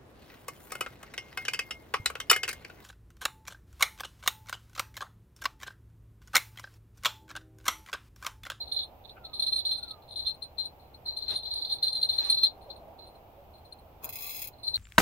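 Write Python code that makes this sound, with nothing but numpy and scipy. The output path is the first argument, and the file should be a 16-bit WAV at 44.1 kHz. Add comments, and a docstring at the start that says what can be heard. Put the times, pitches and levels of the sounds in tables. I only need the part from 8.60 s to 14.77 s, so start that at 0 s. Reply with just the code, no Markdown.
"""A small slotted bell on a rod tip jingles as the rod is handled inside a fabric ice-fishing shelter:
a loose pellet strikes the shell, rebounds and chokes the ring at its next landing; the slit chirps.
Late on, the reel ratchet slips through a run of teeth: gritty noise bursts over the hiss of dragged line.
Behind them filtered noise drones as wind, gliding tones whistle faintly, banded noise rustles as cloth."""
import sys
import numpy as np
from scipy import signal
from scipy.fft import rfft, irfft
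from scipy.io import wavfile
from scipy.ndimage import uniform_filter1d

SR = 44100
rng = np.random.default_rng(int(sys.argv[2]) if len(sys.argv) > 2 else 0)


def rack_gain(trim_db):
    """Turn a fader trim in dB into the linear factor to multiply a signal by."""
    fader = np.asarray(trim_db, float)
    return 10 ** (fader / 20)


def wrap_up_sound(samples):
    """Save the sound to the file named by the first command line argument, as 16-bit audio."""
    columns = np.atleast_2d(samples).T
    # keep every value between -1 and 1, then stretch to whole-number steps
    tamed = np.clip(columns, -1, 1)
    steps = np.round(tamed * 32767).astype(np.int16)
    wavfile.write(sys.argv[1], SR, steps)


N = 272097
TIME = np.arange(N) / SR


def curve(rows, col=1):
    """A table column interpolated over time."""
    table = np.array(rows)
    return np.interp(TIME, table[:, 0], table[:, col])


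def over_hz(points, n):
    """A (hz, value) table at every bin of an n-point spectrum, linear in log frequency."""
    hz = np.maximum(np.arange(n // 2 + 1) * SR / n, 1)
    table = np.array(points)
    return np.interp(np.log(hz), np.log(table[:, 0]), table[:, 1])


def colour(x, points):
    """Filter by a (hz, level_db) spectrum, scaled so that white noise keeps its level."""
    gain = rack_gain(over_hz(points, N))
    return irfft(rfft(x) * gain / np.sqrt(np.mean(gain ** 2)), N)


def spread(x, pan):
    """Two channels with a left-right balance that depends on frequency."""
    half_db = over_hz(pan, N) / 2
    return irfft(rfft(x) * rack_gain(np.array([half_db, -half_db])), N)


def grains(rate_hz, scatter_db):
    """Random clicks of uneven size, rms near 1."""
    hits = rng.random(N) < rate_hz / SR
    x = hits * rng.standard_normal(N) * rack_gain(scatter_db * rng.exponential(1, N))
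    return x / np.std(x)


def bursts(start_s, level_db, decay_s):
    """Envelope of sudden starts with exponential tails."""
    impulses = np.zeros(N)
    index = np.minimum((np.array(start_s) * SR).astype(int), N - 1)
    np.add.at(impulses, index, rack_gain(np.array(level_db)))
    return signal.lfilter([1], [1, -np.exp(-1 / (decay_s * SR))], impulses)


# wind spectrum: hz, level_db (relative)
AIR_SPECTRUM = [(25, -9.5), (40, -6.5), (65, 0.5), (110, -5.5), (170, -13.5), (300, -14), (600, -9.5),
                (800, -7.5), (1100, -19), (1800, -31), (2500, -27), (3300, -31), (6500, -44.5),
                (8000, -45.5), (10500, -47.5), (12200, -32.5), (15300, -32.5)]
# likeness of the two sides: hz, correlation (0-1)
AIR_LIKENESS = [(60, 0.97), (130, 0.91), (290, .78), (640, 0.72), (1400, .0), (16000, 0.0019)]
# wind balance: hz, left_minus_right_db
AIR_BALANCE = [(60, 0), (380, 1.5), (700, -3.5), (1300, 0), (4400, -2.5), (8000, 5), (15000, -2)]
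# drone swell about its median: time_s, level_db
GUSTS = [(0, -57), (2, -59.5), (3.4, -56.5), (4.2, -53), (4.7, -58), (6.17, -59.5)]
AIR_DB = -53.5


def air():
    """Wind drone and hiss: coloured noise, alike left and right in the bass; gusts move the drone band."""
    like = np.clip(over_hz(AIR_LIKENESS, N), 0, 1)
    mid, side = rfft(rng.standard_normal((2, N)))
    shared, apart = mid * np.sqrt(1 + like), side * np.sqrt(1 - like)
    noise = irfft(np.array([shared + apart, shared - apart]) / np.sqrt(2), N)
    noise = rack_gain(AIR_DB) * spread(colour(noise, AIR_SPECTRUM), AIR_BALANCE)
    drone = signal.sosfiltfilt(signal.butter(1, [350, 1200], "band", fs=SR, output="sos"), noise)
    gust_db = curve(GUSTS)
    return noise + (rack_gain(gust_db - np.median(gust_db)) - 1) * drone


# wind tones in a gap: start_s, length_s, first_hz, last_hz, level_db (relative)
WHISTLE_GLIDES = [(0.475, 0.33, 1480, 1217, -65), (1.12, 0.32, 1450, 1207, -62.5),
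                  (3.929, 0.11, 805, 747, -61), (4.042, 0.086, 647, 537, -54.5),
                  (4.186, 0.061, 720, 677, -56), (4.24, 0.089, 612, 678.5, -52.5),
                  (4.739, 0.11, 560, 550, -59), (5.226, 0.11, 1312, 1338, -76.5),
                  (3.574, 0.17, 1160, 1130, -64.5), (5.524, 0.23, 1143, 1150, -64.5)]


def whistles():
    """Thin unsteady tones of wind in a gap that hold, slide and hold again, strongest late in the glide."""
    out = np.zeros(N)
    for start_s, length_s, first_hz, last_hz, level_db in WHISTLE_GLIDES:
        u = np.clip((TIME - start_s) / length_s, 0, 1)
        glide = (1 + np.tanh((u - .5) / 0.1645)) / 2
        # the factors 30 and 20 restore unit rms after smoothing
        wobble_hz = 18 * uniform_filter1d(rng.standard_normal(N), 900) * 30
        pitch_hz = first_hz + (last_hz - first_hz) * glide + wobble_hz
        waver_db = 3.8 * uniform_filter1d(rng.standard_normal(N), 400) * 20
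        swell = np.sqrt(2) * np.sin(np.pi * u ** 1.6)
        out += swell * rack_gain(level_db + waver_db) * np.sin(2 * np.pi * np.cumsum(pitch_hz) / SR)
    return out * np.array([[1], [1.3]])


# rustles and knocks: middle_s, length_s, level_db, low_hz, high_hz
CLOTH_MOVES = [(0.577, 0.024, -52, 1240, 1610), (0.579, 0.029, -60, 2120, 2870),
               (2.474, 0.019, -59, 150, 1470), (2.724, 0.075, -48.5, 881, 4640),
               (3.65, 0.15, -50, 845, 5190), (2.727, 0.067, -46, 49.7, 850),
               (5.464, 0.081, -57.5, 49.7, 400), (5.465, 0.085, -48, 400, 1115)]


def cloth():
    """Rustles and knocks: short swells of banded noise, partly shared by the two sides."""
    out = np.zeros((2, N))
    for middle_s, length_s, level_db, low_hz, high_hz in CLOTH_MOVES:
        noise = grains(3000, 0.7) + 1.5 * rng.standard_normal((2, N))
        band = signal.sosfilt(signal.butter(3, [low_hz, high_hz], "band", fs=SR, output="sos"), noise)
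        swell = np.exp(-(2 * (TIME - middle_s) / length_s) ** 2)
        out += rack_gain(level_db) * band / np.std(band) * swell
    return out


# reflections from ice and fabric, a list for left and one for right: delay_s, level_db
REFLECTIONS = [
    [(.0031, -9), (.0057, -2), (.0112, -7)],
    [(.0024, -9.5), (.0068, -7), (.0131, -3.5)],
]


def shelter(x):
    """A few close reflections, different at each side."""
    out = x.copy()
    for side, echoes in enumerate(REFLECTIONS):
        for delay_s, level_db in echoes:
            delay = int(delay_s * SR)
            out[side, delay:] += rack_gain(level_db) * x[side, :-delay]
    return out


# pawl catching tooth after tooth, sticking at first: time_s, level_db (relative)
TOOTH_SLIPS = [(5.4363, -35.5), (5.4435, -24), (5.491, -27.5), (5.526, -33), (5.533, -34.5), (5.556, -27),
               (5.5862, -30.5), (5.6082, -33), (5.622, -28), (5.6423, -32.5), (5.6654, -29), (5.693, -30),
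               (5.7063, -36), (5.747, -31), (5.7644, -31.5), (5.7777, -37), (5.7887, -42), (5.7935, -34),
               (5.8104, -39), (5.819, -25.5), (5.8426, -31.5), (5.873, -29)]
# line dragging off the spool: time_s, level_db (relative)
LINE_DRAG = [(5.4, -96), (5.43, -54.5), (5.5, -57), (5.56, -49), (5.7, -44), (5.85, -47.5), (5.89, -61),
             (5.93, -84)]
# upper spectrum of the reel: hz, level_db (relative)
REEL_TREBLE_SPECTRUM = [(5600, -32), (7000, -10.5), (7550, -36), (8580, -13), (11100, -12), (12300, -2),
                        (13400, -4.5), (14700, -2), (16000, 0)]
# body spectrum of the reel: hz, level_db (relative)
REEL_BODY_SPECTRUM = [(940, -21), (1600, -38), (1880, -23), (2110, 2.5), (2320, -2), (2560, 8), (2750, -4),
                      (3000, -27.5), (3330, 3.5), (3650, -11.5), (4180, 4.5), (4650, -25), (4900, 0),
                      (5250, 2), (5600, -39), (6610, 0.5), (7800, -60), (10100, -55), (17200, -120)]
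# balance of reel and contact noise: hz, left_minus_right_db
CONTACT_BALANCE = [(2000, -2), (4400, -4.5), (8000, 5.5), (12000, 5), (15000, 5.5)]
TOOTH_DECAY_S = 0.0033


def reel():
    """The pawl skips tooth to tooth in gritty bursts over the hiss of dragged line."""
    slip_s, slip_db = np.transpose(TOOTH_SLIPS)
    dragging = (TIME > LINE_DRAG[0][0]) & (TIME < LINE_DRAG[-1][0])
    drag = rack_gain(curve(LINE_DRAG)) * dragging
    grit = np.array([grains(9000, 1.1), grains(9000, 1.53)])
    rough_db = 2.1 * np.repeat(rng.standard_normal(N // 60 + 1), 60)[:N]
    teeth = uniform_filter1d(bursts(slip_s, slip_db, TOOTH_DECAY_S), 50) * rack_gain(rough_db)
    body_growth = np.clip((TIME - 5.42) / 0.12, .35, 1)
    treble = colour(grit * (rack_gain(-1.0) * teeth + rack_gain(3.0) * drag), REEL_TREBLE_SPECTRUM)
    body = colour(grit * (rack_gain(-14.5) * teeth * body_growth + rack_gain(-7.0) * drag), REEL_BODY_SPECTRUM)
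    return spread(treble + body, CONTACT_BALANCE)


# contact noise spectrum: hz, level_db (relative)
TICK_SPECTRUM = [(2500, -8), (5500, -12.5), (6600, -12.5), (8000, -41), (11000, -30.5), (12500, -5),
                 (15500, -7)]
TICK_DB = -35


def ticks(rattle):
    """Broad contact noise that follows the rattle."""
    envelope = rack_gain(TICK_DB) * rattle ** 0.98
    return spread(colour(rng.standard_normal((2, N)) * envelope, TICK_SPECTRUM), CONTACT_BALANCE)


CHIRP_LOW_HZ, CHIRP_HIGH_HZ, CHIRP_S = 2750, 4200, .007
SLIT_TOP_HZ = 4350  # the slit speaks little above the main mode


def slit_chirp():
    """A few milliseconds of complex tone that rise towards the main mode."""
    t = np.arange(int(CHIRP_S * SR)) / SR
    pitch_hz = CHIRP_LOW_HZ + (CHIRP_HIGH_HZ - CHIRP_LOW_HZ) * np.sqrt(t / CHIRP_S)
    chirp = np.sin(np.pi * t / CHIRP_S) ** 2 * np.exp(2j * np.pi * np.cumsum(pitch_hz) / SR)
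    lowpass = signal.butter(6, SLIT_TOP_HZ, fs=SR, output="sos")
    return signal.sosfilt(lowpass, np.r_[chirp, 0 * chirp])


# shell modes, the last two set blow by blow: mode_hz, level_db (relative), t60_s
SHELL_MODES = [(3980, -18.5, 0.018), (3824, -11, .03), (4139, 6, 0.98), (4205, -9, 0.042), (4300, -22, .04),
               (4458, -15, .15), (9094, 10.5, 0.3), (9662, 10, 0.3)]
# how the swinging bell faces the microphones: time_s, left_minus_right_db, left_lead_rad, slit_db (relative)
BELL_POSE = [(0.06, 1, -2.5, -13.5), (0.3, -10, -2.5, 2.5), (0.7, 1.5, -4.5, -7), (0.95, -5.5, -5, -11),
             (1.2, -0.5, 2, -8), (1.57, 6.5, -2, -5.5), (1.68, 1.5, 0.2, -5), (1.84, 19.5, -0.5, -18),
             (2.02, 12.5, -2.5, -12.5), (2.5, 4, -2.5, -24.5), (2.72, 6, -1, -6), (2.9, 2.5, -2.5, -9),
             (3.3, 0.5, -0.74, -11.5), (3.55, 4, -2, -12), (3.72, 4.5, 1.83, -9), (3.85, 4.5, 1.47, -10.5),
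             (4.12, 4, -1.5, -10.5), (6.16, 3.5, -2.5, -23)]
# added level of the last mode below the treble pair, as the bell turns: time_s, level_db
UPPER_MODE_LEVEL = [(0, -7), (1.3, 1), (2.55, -6), (2.62, 7), (2.69, 1), (2.74, 3), (2.88, 4), (2.96, 12),
                    (3.08, 10.5), (3.11, 2), (6.17, 1)]
CHIRP_PAN_DB = -4


def chatter(rattle):
    """Pellet chatter in the rattle: each touch sends a rising slit chirp and nudges the lower modes."""
    shared = grains(340, 0.58) * np.array([[1], [-1]])
    apart = np.array([grains(340, 1.7), grains(300, 0.43)])
    taps = (shared + 1.7 * apart) * rattle ** 0.81
    pan = rack_gain(np.outer([.5, -.5], curve(BELL_POSE) + CHIRP_PAN_DB))
    chirps = signal.fftconvolve(taps, slit_chirp().imag[None], axes=1)[:, :N]
    out = rack_gain(curve(BELL_POSE, col=3) - 34) * pan * chirps
    soft = signal.sosfilt(signal.butter(4, [3700, 4550], "band", fs=SR, output="sos"), taps)
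    for mode_hz, level_db, t60_s in SHELL_MODES[:-2]:
        level_db = level_db + curve(UPPER_MODE_LEVEL) * (mode_hz == SHELL_MODES[-3][0])
        r = np.exp(-np.log(1000) / (min(t60_s, .08) * SR))
        poles = [1, -2 * r * np.cos(2 * np.pi * mode_hz / SR), r * r]
        out += rack_gain(level_db - 52) * signal.lfilter([1], poles, soft)
    return out


# pellet blows: start_s, level_db (relative), ring_scale_s, spot (0-1, lower to upper treble mode)
BLOWS = [(0.001, -32.5, 0.23, 0.3), (.075, -40, 0.15, 0.45), (0.1181, -23.5, 0.11, 0.9),
         (0.161, -27, 0.16, 0.7), (0.1853, -26.5, 0.12, .05), (0.227, -36, 0.058, 0.8),
         (0.442, -57, 0.82, 0.3), (0.491, -44.5, 0.059, 0.14), (0.6454, -37.5, 0.098, 0.1),
         (0.7331, -34.5, 0.13, 0.8), (0.793, -21.5, 0.07, 0.97), (0.82, -18.5, 0.064, 1),
         (0.838, -27, 0.073, 0.6), (0.863, -25, 0.043, 0.1), (0.872, -27, 0.21, 0.3),
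         (0.918, -31, 0.047, .45), (0.924, -23.5, 0.098, 0.85), (.94, -34, 0.073, 0.5),
         (0.9557, -23.5, 0.088, 0.05), (0.979, -25.5, 0.13, 0.7), (1.005, -36, 0.11, .5),
         (1.05, -23.5, 0.16, 0.26), (1.088, -30, 0.25, 0.1), (1.11, -24, 0.22, 0.2),
         (1.1238, -28, 0.068, 0.16), (1.14, -33, 0.14, 0.13), (1.176, -33.5, 0.085, 0.1),
         (1.224, -34, 0.15, 0.84), (1.279, -38.5, 0.092, 0.1), (1.306, -35, 0.062, 1),
         (1.419, -65, 0.11, .5), (1.481, -51.5, 0.15, .5), (1.5096, -41, 0.14, 0.2),
         (1.559, -31.5, 0.42, 0.53), (1.6625, -26, 0.23, 0.2), (1.742, -46, 0.044, 0.26),
         (1.8208, -35.5, 0.086, 0.04), (1.98, -30.5, 0.51, 0.54), (2.036, -38, 0.11, .63),
         (2.0517, -33, 0.062, 0.27), (2.193, -66, 0.28, 0.7), (2.342, -48.5, 0.047, .75),
         (2.4539, -36.5, 0.31, 0.3), (2.4782, -32, 0.18, 0.86), (2.566, -26.5, 0.06, 0.93),
         (2.583, -30.5, .12, .8), (2.618, -33.5, 0.22, 0.4), (2.678, -29.5, 0.11, .5),
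         (2.699, -23, 0.11, 0.6), (2.736, -33, 0.12, 0.7), (2.757, -22, 0.087, 0.8),
         (2.825, -38, 0.15, 0.15), (2.8528, -28, 0.16, 0), (2.9042, -30.5, 0.1, 0.3),
         (2.934, -23.5, 0.037, 0.51), (2.9548, -29.5, 0.21, 0.1), (3.0147, -30, 0.14, 0.8),
         (3.045, -29.5, 0.13, 0.3), (3.096, -25.5, 0.16, 0.2), (3.12, -21.5, 0.13, 0.2),
         (3.2248, -17.5, 0.19, 0.06), (3.266, -21.5, 0.13, 0.35), (3.3255, -25, 0.052, .93),
         (3.349, -23, 0.15, 0.9), (3.412, -25, 0.11, 0.4), (3.427, -15, 0.067, 0.05),
         (3.4421, -22.5, 0.082, 0.14), (3.489, -19.5, 0.14, 0.15), (3.5136, -28.5, 0.081, .16),
         (3.527, -25.5, 0.21, 0.2), (3.5563, -29.5, 0.076, 0.5), (3.582, -18, 0.14, 0.7),
         (3.6411, -28.5, 0.23, 0.3), (3.696, -13, 0.089, 0.69), (3.721, -19, 0.04, .9),
         (3.741, -21.5, 0.052, 0.5), (3.7665, -27.5, 0.51, 0.9), (3.781, -24.5, 0.096, 0.91),
         (3.8068, -29.5, .23, 0.73), (3.828, -14, 0.17, 0.77), (3.864, -30, 0.085, 0.1),
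         (4.0133, -57.5, 0.15, 1), (4.099, -38, 0.085, 0.72), (4.16, -49, 0.051, .5),
         (4.3861, -49.5, 0.13, 0.61), (4.435, -57.5, .12, 0.91), (4.4659, -52, 0.085, 0.9),
         (4.549, -62, 0.057, 0.3), (4.936, -57.5, .1, 0.56), (4.978, -60, 0.066, 0.66),
         (5.048, -54.5, 0.056, 0.67), (5.1224, -38, 0.027, 0.04), (5.186, -56, 0.031, 0.8),
         (5.929, -58, 0.077, 0.51), (5.984, -55, 0.056, 0.4), (6.029, -37.5, 0.098, 0.14),
         (6.039, -36.5, 0.34, 0.18), (6.067, -30, 0.11, 0.07), (6.075, -27, 0.13, .1),
         (6.086, -36.5, 0.11, 0.26), (6.137, -22, 0.12, 0.1), (6.153, -20.5, 0.064, .06),
         (6.1605, -24.5, 0.068, .33)]
LIGHT_EVERY_S, RUN_GAP_S, CLEAR_S = .03, .096, .022
LIGHT_DB, LIGHT_SCATTER_DB = -9, 3  # re the weaker neighbouring blow
LIGHT_RING_SCALE_S = 0.17


def landings():
    """The listed blows, with random light landings early in a ring if the next blow is near, in time order."""
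    blows = np.array(BLOWS)
    grid_s = np.arange(blows[0, 0], blows[-1, 0] - LIGHT_EVERY_S, LIGHT_EVERY_S)
    chance = rng.random((len(grid_s), 3))
    start_s = grid_s + LIGHT_EVERY_S * chance[:, 0]
    k = np.searchsorted(blows[:, 0], start_s)
    before, after = blows[k - 1], blows[k]
    scatter_db = LIGHT_SCATTER_DB * (2 * chance[:, 1] - 1)
    level_db = np.minimum(before[:, 1], after[:, 1]) + LIGHT_DB + scatter_db
    since_s, until_s = start_s - before[:, 0], after[:, 0] - start_s
    in_ring = since_s < before[:, 2] / 4
    in_run = after[:, 0] - before[:, 0] < RUN_GAP_S
    clear = (since_s > CLEAR_S) & (until_s > CLEAR_S / 2)
    light = np.c_[start_s, level_db, np.full(len(start_s), LIGHT_RING_SCALE_S), chance[:, 2]]
    rows = np.vstack([blows, light[in_ring & in_run & clear]])
    return rows[np.argsort(rows[:, 0])]


RISE_S, CHOKE_S, STRIKE_DB, BOUNCE_DB, SLIT_DB = .008, 0.005, 1, -7, -8.5
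# treble pair under a -30.5 dB blow, its fall per dB of harder blow, its scatter
TREBLE_DB, TREBLE_SLOPE, TREBLE_SCATTER_DB = -26, 0.26, 4
SIDE_SCATTER_DB = 4  # the weaker shell modes speak more or less from blow to blow


def strikes():
    """Each blow and its rebound ring the shell until the pellet lands again and chokes the ring."""
    length = 8192
    out, rattle, t = np.zeros((2, N + length)), np.zeros(N + length), np.arange(length) / SR
    mode_hz, mode_db, t60_s = np.transpose(SHELL_MODES)
    modes = len(SHELL_MODES)
    rows, chirp = landings(), slit_chirp()
    slit_db, upper_db = curve(BELL_POSE, col=3), curve(UPPER_MODE_LEVEL)
    pan_db, lead_rad = curve(BELL_POSE), curve(BELL_POSE, col=2)
    side = np.array([[.5], [-.5]])
    low = mode_hz < 8000
    attack = np.sin(np.pi / 2 * np.minimum(t / RISE_S, 1)) ** 2
    chance = rng.standard_normal((len(rows), 2 * modes + 4))
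    ends_s = np.r_[rows[1:, 0], N / SR]
    for (start_s, level_db, ring_scale_s, spot), end_s, c in zip(rows, ends_s, chance):
        i = int(start_s * SR)
        treble_db, pan_chance, lead_chance, bounce_chance = c[-4:]
        treble = rack_gain(TREBLE_DB - TREBLE_SLOPE * (level_db + 30.5) + TREBLE_SCATTER_DB * treble_db)
        pair = treble * np.exp(.5j * np.pi * np.clip(spot, 0, 1))
        lower = rack_gain(SIDE_SCATTER_DB * c[modes:-6] * (mode_db[:-2] < 0))
        phase = np.exp(2j * c[modes:-4][::-1])
        gain = rack_gain(mode_db) * np.r_[lower, pair.real, pair.imag] * phase
        gain[-3] *= rack_gain(upper_db[i])
        pitch_hz = mode_hz * (1 + np.where(low, .005, .002) * c[:modes])
        # the ring holds while the pellet flies, then dies as it settles; the treble pair feels it less
        settle = rack_gain(-np.outer(np.where(low, 300, 60), (t / ring_scale_s) ** 2))
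        waves = np.exp(np.outer(2j * np.pi * pitch_hz - np.log(1000) / t60_s, t))
        ring = attack * (gain[:, None] * settle * waves).sum(axis=0)
        late = int(SR * 0.0038 * np.exp(0.34 * bounce_chance))
        ring[late:] += rack_gain(BOUNCE_DB) * ring[:-late]
        ring *= rack_gain(level_db + STRIKE_DB) / np.abs(ring).max()
        ring[:len(chirp)] += rack_gain(level_db + SLIT_DB + slit_db[i]) * chirp
        choke = np.exp(-(np.maximum(t - (end_s - start_s), 0) / CHOKE_S) ** 2)
        balance = rack_gain((pan_db[i] + 1.5 * pan_chance) * side)
        facing = balance * np.exp(1j * (lead_rad[i] + .2 * lead_chance) * side)
        out[:, i:i + length] += (ring * choke * facing).imag
        rattle[i:i + length] += rack_gain(level_db) * choke * np.exp(-np.log(1000) * t / (1.3 * ring_scale_s))
    # centred smoothing: the pellet is already skittering just before it strikes
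    rattle = uniform_filter1d(rattle, 330) + 0.74 * uniform_filter1d(rattle, 900)
    return out[:, :N], rattle[:N].clip(0)


def scene():
    """Bell and reel in the shelter over cloth and wind."""
    rings, rattle = strikes()
    bell = rings + chatter(rattle)
    return bell + shelter(ticks(rattle) + reel()) + cloth() + whistles() + air()


def band_limit(x):
    """A steep low-pass at the top of the band."""
    return signal.sosfilt(signal.butter(12, 16640, fs=SR, output="sos"), x)


def record(dry):
    """A steep low-pass cuts the mix above 15.6 kHz."""
    lowpass = signal.ellip(8, .2, 70, 15600, fs=SR, output="sos")
    mix = signal.sosfilt(lowpass, dry)
    return band_limit(mix)


dry = scene()
out = record(dry)
wrap_up_sound(out)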